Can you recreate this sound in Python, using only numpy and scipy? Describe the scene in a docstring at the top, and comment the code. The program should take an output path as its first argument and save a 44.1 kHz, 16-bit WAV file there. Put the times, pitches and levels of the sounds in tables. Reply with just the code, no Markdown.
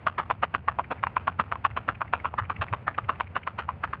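"""A ridden horse moves away along a paved road at a quick, even four-beat gait, outdoors.
Each hoof touches with one edge, then lands flat: the hoof and the hollow under it ring with a clop
while a little grit grinds on the road. The verge throws back a thin tail. Faint swishes fall between
the beats, over a bed of low rumble and hiss with a few soft bumps of wind."""
import sys
import numpy as np
from scipy import signal
from scipy.fft import rfft, irfft
from scipy.io import wavfile

SR = 44100
rng = np.random.default_rng(int(sys.argv[2]) if len(sys.argv) > 2 else 0)


def pcm_store(signal):
    """Save signal as 16-bit PCM."""
    levels = np.round(np.clip(np.atleast_2d(signal), -1, 1) * 32767)
    wavfile.write(sys.argv[1], SR, levels.astype(np.int16).T)


N = 176400
TIME = np.arange(N) / SR

# EQ curve of the outdoor rumble: f/Hz, level/dB
RUMBLE_EQ = [(25, -33.5), (50, -18), (65, -6.5), (82, 1.5), (115, -4), (150, -10), (220, -13.5), (320, -29),
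             (600, -37.5)]
# EQ curve of the airy hiss: f/Hz, level/dB
AIR_EQ = [(150, 2), (900, 0.5), (1600, -6), (2600, -9), (4000, -31.5), (4700, -33), (5400, -49.5),
          (11000, -46.5)]
# cues for the bumps of wind: t/s, level/dB
WIND_CUES = [(1.708, -35), (2.422, -32.5), (2.602, -29.5), (2.727, -28.5), (3.04, -35), (3.885, -39.5)]
# cues for the swishes: t/s, relative level/dB
SWISH_CUES = [(0.847, -46), (0.99, -50), (1.325, -50.5), (1.71, -48.5), (1.953, -46), (2.079, -49),
              (2.201, -44), (2.451, -45.5), (2.567, -43.5), (2.686, -43.5), (2.949, -44.5), (3.046, -48),
              (3.155, -44), (3.273, -46), (3.435, -48)]
# EQ curve of a swish: f/Hz, level/dB
SWISH_EQ = [(400, -19.5), (1400, -6.5), (2200, 4), (3000, -10.5), (4000, -33), (6000, -60)]
# EQ curve of road grit for a hoof pitched at GRIT_PITCH_HZ; it slides with the pitch: f/Hz, level/dB
GRIT_EQ = [(150, -12), (400, -11.5), (680, -3), (1100, 2.5), (1550, -0.5), (2100, -15), (2700, -9.5),
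           (4500, -11.5), (10000, -25.5)]
# resonances of the hoof and the hollow under it: f/pitch, level/dB
CLOP_MODES = [(0.492, -25), (.69, -12.5), (0.998, 35), (1.169, -9.5), (1.38, -13.5), (1.661, -11),
              (2.249, -14.5), (2.749, -15.5)]
# hoof falls, levels before the layer trims: t/s, landing level/dB, pitch/Hz, unstifled ring t60/s,
# treble shelf/dB, lead of the edge touch/s, touch level/dB, grit level/dB
HOOF_CUES = [(0.0723, -17, 1170, 0.021, 5, 0.0053, -18, -28),
             (0.1884, -16, 1259.0, 0.01, -3, 0.0047, -23, -20),
             (0.31, -15.5, 1003.0, 0.023, 2.5, 0.0088, -16.5, -30.5),
             (0.4336, -15, 1188, 0.02, 1.5, 0.0073, -21, -24),
             (0.5487, -15, 1160, 0.011, 2.5, 0.0062, -22, -31.5),
             (0.684, -11, 1154, 0.049, -0.5, 0.0035, -29.5, -23),
             (0.7947, -14.0, 1015, 0.022, -6, 0.0072, -15, -28.5),
             (0.914, -21.5, 1140, 0.01, -0.5, 0.0048, -37.5, -24.0),
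             (1.0372, -16, 1083, 0.022, 4, 0.0064, -27.5, -34.5),
             (1.0695, -23, 937, 0.02, 9, 0.0043, -38, -43),
             (1.1672, -14.5, 1028, 0.046, 2, 0.0043, -30.0, -29.5),
             (1.2789, -13.5, 1083, 0.026, 0.5, 0.006, -18.5, -29.5),
             (1.3972, -14, 1167, 0.015, -1, 0.003, -26.5, -22),
             (1.5231, -16.5, 1200, 0.0077, -2.5, 0.0059, -20.5, -28.5),
             (1.556, -27.0, 1040, 0.024, 1.5, 0.0075, -49, -49.5),
             (1.6502, -11.5, 1134, 0.054, 1.5, 0.0031, -32, -20.5),
             (1.7733, -18.5, 1070, 0.034, 2.5, 0.0069, -21, -31.0),
             (1.8886, -14.5, 1240, 0.0091, -2, 0.0064, -39, -23),
             (2.0168, -17, 1173, 0.013, -2.5, 0.0085, -24.5, -31.5),
             (2.1361, -14.5, 1053, 0.0087, 1, 0.0045, -38, -25),
             (2.2549, -17.5, 1067, 0.018, -4.0, 0.0083, -21, -26.5),
             (2.34, -21, 933.0, 0.0063, -11.5, 0.0095, -51.5, -43.0),
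             (2.3854, -25.5, 1293, 0.0067, -4.5, 0.0021, -37, -20.5),
             (2.5023, -19, 1130, 0.026, -2.5, 0.0042, -18, -28.5),
             (2.619, -17, 1040, 0.04, 3, 0.0046, -29.5, -23.5),
             (2.7362, -15.5, 987, 0.011, -1.5, 0.0082, -23, -28),
             (2.8797, -12.5, 1315, 0.012, -7, 0.0077, -48, -23.5),
             (2.9857, -15, 1180, 0.014, -4.5, 0.0051, -18, -31),
             (3.0933, -14.0, 1082, 0.054, -2, 0.0033, -35, -20.5),
             (3.2076, -16.5, 995, 0.02, 5, 0.0074, -24, -34),
             (3.3647, -16, 1130, 0.015, -3, 0.0083, -40, -23.5),
             (3.4749, -18.5, 1047, 0.017, 3, 0.0048, -28, -33),
             (3.5878, -28.5, 1030, 0.021, 4.0, 0.0022, -40, -26.0),
             (3.69, -20.5, 1020, 0.035, -1.5, 0.0039, -36, -32.0),
             (3.8391, -17.0, 1240, 0.0095, -1.5, 0.0041, -39, -24.5),
             (3.9345, -19, 1136, 0.026, 0, 0.0029, -24, -31.5)]

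CLOP_DB, TOUCH_DB, SKID_DB, SNAP_DB, PEBBLE_DB = -2.5, -8.5, -3, -6.5, -7.5   # layer trims
SKID_RISE_S, TOUCH_DECAY_S, SNAP_DECAY_S, GRIND_S, PEBBLE_FADE_S = .0029, .0075, .001, .013, .024
GRIT_PER_S, PEBBLES_PER_S, GRIT_PITCH_HZ = 4500, 260, 1142
BODY_DB, THINNING_DB_PER_S = 2, 1.5   # the clop thins as the horse moves away
DULL_HZ, TOP_LEAK_DB, TOP_HZ = 2739, -37.5, 9700   # steep treble roll-off, with a trace of top left in


def from_db(db):
    """Decibels to gain."""
    return 10 ** (np.asarray(db) / 20)


def rms_one(x):
    """Scale to rms 1."""
    return x / np.sqrt(np.mean(x ** 2) + 1e-20)


def bounded(shape):
    """Random deviations without wild outliers."""
    return np.clip(rng.standard_normal(shape), -1.4, 1.4)


def low_pass(x, hz, order):
    """Butterworth low-pass."""
    return signal.sosfilt(signal.butter(order, hz, fs=SR, output="sos"), x + 1e-18)


def coloured(x, curve):
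    """Shape a sound with an EQ curve; white input keeps its power."""
    hz, db = np.transpose(curve)
    bins = np.maximum(np.fft.rfftfreq(len(x), 1 / SR), 1)
    gain = from_db(np.interp(np.log(bins), np.log(hz), db, right=-np.inf))
    return irfft(rfft(x) * rms_one(gain), len(x))


def uneven(x, ripple_db=4, spacing_hz=220):
    """Chance resonances: no two contacts have quite the same colour."""
    hz = np.fft.rfftfreq(len(x), 1 / SR)
    knots = np.arange(0, SR / 2, spacing_hz)
    gain = from_db(np.interp(hz, knots, ripple_db * bounded(len(knots))))
    return irfft(rfft(x) * rms_one(gain), len(x))


def shelves(x, body_db, bright_db, body_hz=980, bright_hz=1324):
    """A low shelf for body and a high shelf for brightness."""
    hz = np.fft.rfftfreq(len(x), 1 / SR)
    low, high = (hz / body_hz) ** 10, (hz / bright_hz) ** 10
    gain = from_db(body_db / (1 + low) + bright_db * high / (1 + high))
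    return irfft(rfft(x) * gain, len(x))


def noise(curve):
    """Steady noise with the given EQ, rms about 1."""
    return coloured(rng.standard_normal(N), curve)


def drift(hz):
    """Smooth random modulation, rms 1."""
    return rms_one(low_pass(rng.standard_normal(N + SR), hz, order=2)[SR:])


def grains(per_s, size):
    """Random clicks of uneven size and either sign, rms 1."""
    return rms_one((rng.random(size) < per_s / SR) * bounded(size))


def add(out, sound, s):
    """Mix a sound in from time s."""
    i = int(s * SR)
    sound, i = sound[max(-i, 0):], max(i, 0)
    out[i:i + len(sound)] += sound[:max(len(out) - i, 0)]


def outdoor_bed(rumble_db=-44.5, air_db=-53.5, flutter_db=1.8):
    """Steady low rumble under a faint, fluttering hiss."""
    air = from_db(air_db + flutter_db * drift(hz=6.7)) * noise(AIR_EQ)
    return from_db(rumble_db) * noise(RUMBLE_EQ) + air


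def wind_bumps(centre_hz=96.5, wander=.1575, width_s=.0098):
    """Each bump of wind is a few cycles of low throb under a bell-shaped swell."""
    hz = centre_hz * (1 + wander * drift(hz=90))
    throb = rms_one(np.sin(2 * np.pi * np.cumsum(hz) / SR))
    swells = sum(from_db(db) * np.exp(-.5 * ((TIME - s) / width_s) ** 2) for s, db in WIND_CUES)
    return swells * throb


def swishes(width_s=.0045, trim_db=1):
    """Brief gritty rubs between the beats, probably the tack."""
    out, t = np.zeros(N), TIME[:SR // 10]
    middle = t[-1] / 2
    swell = np.exp(-.5 * ((t - middle) / width_s) ** 2)
    for s, db in SWISH_CUES:
        rub = swell * grains(per_s=1200, size=len(t))
        add(out, from_db(db + trim_db) * uneven(coloured(rub, SWISH_EQ)), s - middle)
    return out


def verge(x, wet_db=-28, t60_s=.1, rise_s=.0033):
    """The verge scatters the sound back as a thin, short reverb tail."""
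    t = TIME[:SR // 2]
    envelope = np.exp(-np.log(1000) * t / t60_s) * (1 - np.exp(-t / rise_s))
    tail = envelope * rng.standard_normal(len(t))
    return from_db(wet_db) * signal.fftconvolve(x, tail / np.linalg.norm(tail))[:N]


def pebbles(since):
    """A few loose stones, kicked up, tick on the road after the landing."""
    fade = (since > 0) * np.exp(-abs(since) / PEBBLE_FADE_S)
    return from_db(PEBBLE_DB) * fade * grains(PEBBLES_PER_S, len(since))


def grit(since, lead, landing_db, touch_db, grit_db):
    """Grit skids before the hoof lands flat, snaps at both contacts and grinds under the weight."""
    since_touch = since + lead
    skid = from_db(grit_db + SKID_DB) * np.exp(np.minimum(since_touch, 0) / SKID_RISE_S)
    edge_snap = from_db(touch_db + SNAP_DB) * (since_touch > 0) * np.exp(-abs(since_touch) / TOUCH_DECAY_S)
    flat_snap = from_db(landing_db + SNAP_DB) * np.exp(-abs(since) / SNAP_DECAY_S)
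    grind = from_db(grit_db) * np.exp(-(since / GRIND_S) ** 2)
    pressure = np.where(since < 0, np.hypot(skid, edge_snap), np.hypot(flat_snap, grind))
    return pressure * grains(GRIT_PER_S, len(since))


def hoof_ring(t, pitch, t60, stifle_s=.009, detune=.03, scatter_db=3):
    """One blow rings the hoof and its hollow, stifled as the weight comes on; rms 1 over the first 4 ms."""
    ratio, db = np.transpose(CLOP_MODES)
    freedom = np.minimum(abs(ratio - 1) * 10, 1)   # the main mode barely varies from blow to blow
    stray_pitch, stray_level, stray_phase = freedom * bounded((3, len(ratio)))
    hz = pitch * ratio * (1 + detune * stray_pitch)
    gain = from_db(db + scatter_db * stray_level)
    phase = stray_phase * np.maximum(ratio - 1, 0)
    fade = np.exp(-np.log(1000) * t / t60 - (t / stifle_s) ** 2)
    ring = fade * (gain @ np.cos(2 * np.pi * np.outer(hz, t) + phase[:, None]))
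    return ring / np.sqrt(np.mean(ring[:SR // 250] ** 2))


def hoofs():
    """Each step layers a short ring from the edge, the clop of the flat landing and a crunch of stones."""
    out, t = np.zeros(N), TIME[:SR // 5]
    landing = t[-1] / 2
    since = t - landing
    for s, landing_db, pitch, t60, bright_db, lead, touch_db, grit_db in HOOF_CUES:
        stones = grit(since, lead, landing_db, touch_db, grit_db) + from_db(grit_db) * pebbles(since)
        tuned_eq = np.multiply(GRIT_EQ, [pitch / GRIT_PITCH_HZ, 1])
        step = uneven(coloured(stones, tuned_eq))
        add(step, from_db(touch_db + TOUCH_DB) * hoof_ring(t, pitch, t60 / 2), landing - lead)
        add(step, from_db(landing_db + CLOP_DB) * hoof_ring(t, pitch, t60), landing)
        body_db = BODY_DB - THINNING_DB_PER_S * s
        add(out, shelves(step, body_db, bright_db), s - landing)
    return low_pass(out, DULL_HZ, order=7) + from_db(TOP_LEAK_DB) * low_pass(out, TOP_HZ, order=4)


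def scene():
    """The mono mix: hoofs up front; their tail, the swishes and the open air behind."""
    clops = hoofs()
    return (clops + verge(clops) + swishes() + wind_bumps() + outdoor_bed())[None]


def record(dry, low_cut_hz=45, high_cut_hz=12500):
    """A small microphone loses the deep bass; the top is cut."""
    thin = signal.sosfilt(signal.butter(4, low_cut_hz, "high", fs=SR, output="sos"), dry)
    return low_pass(thin, high_cut_hz, order=12)


dry = scene()
out = record(dry)
pcm_store(out)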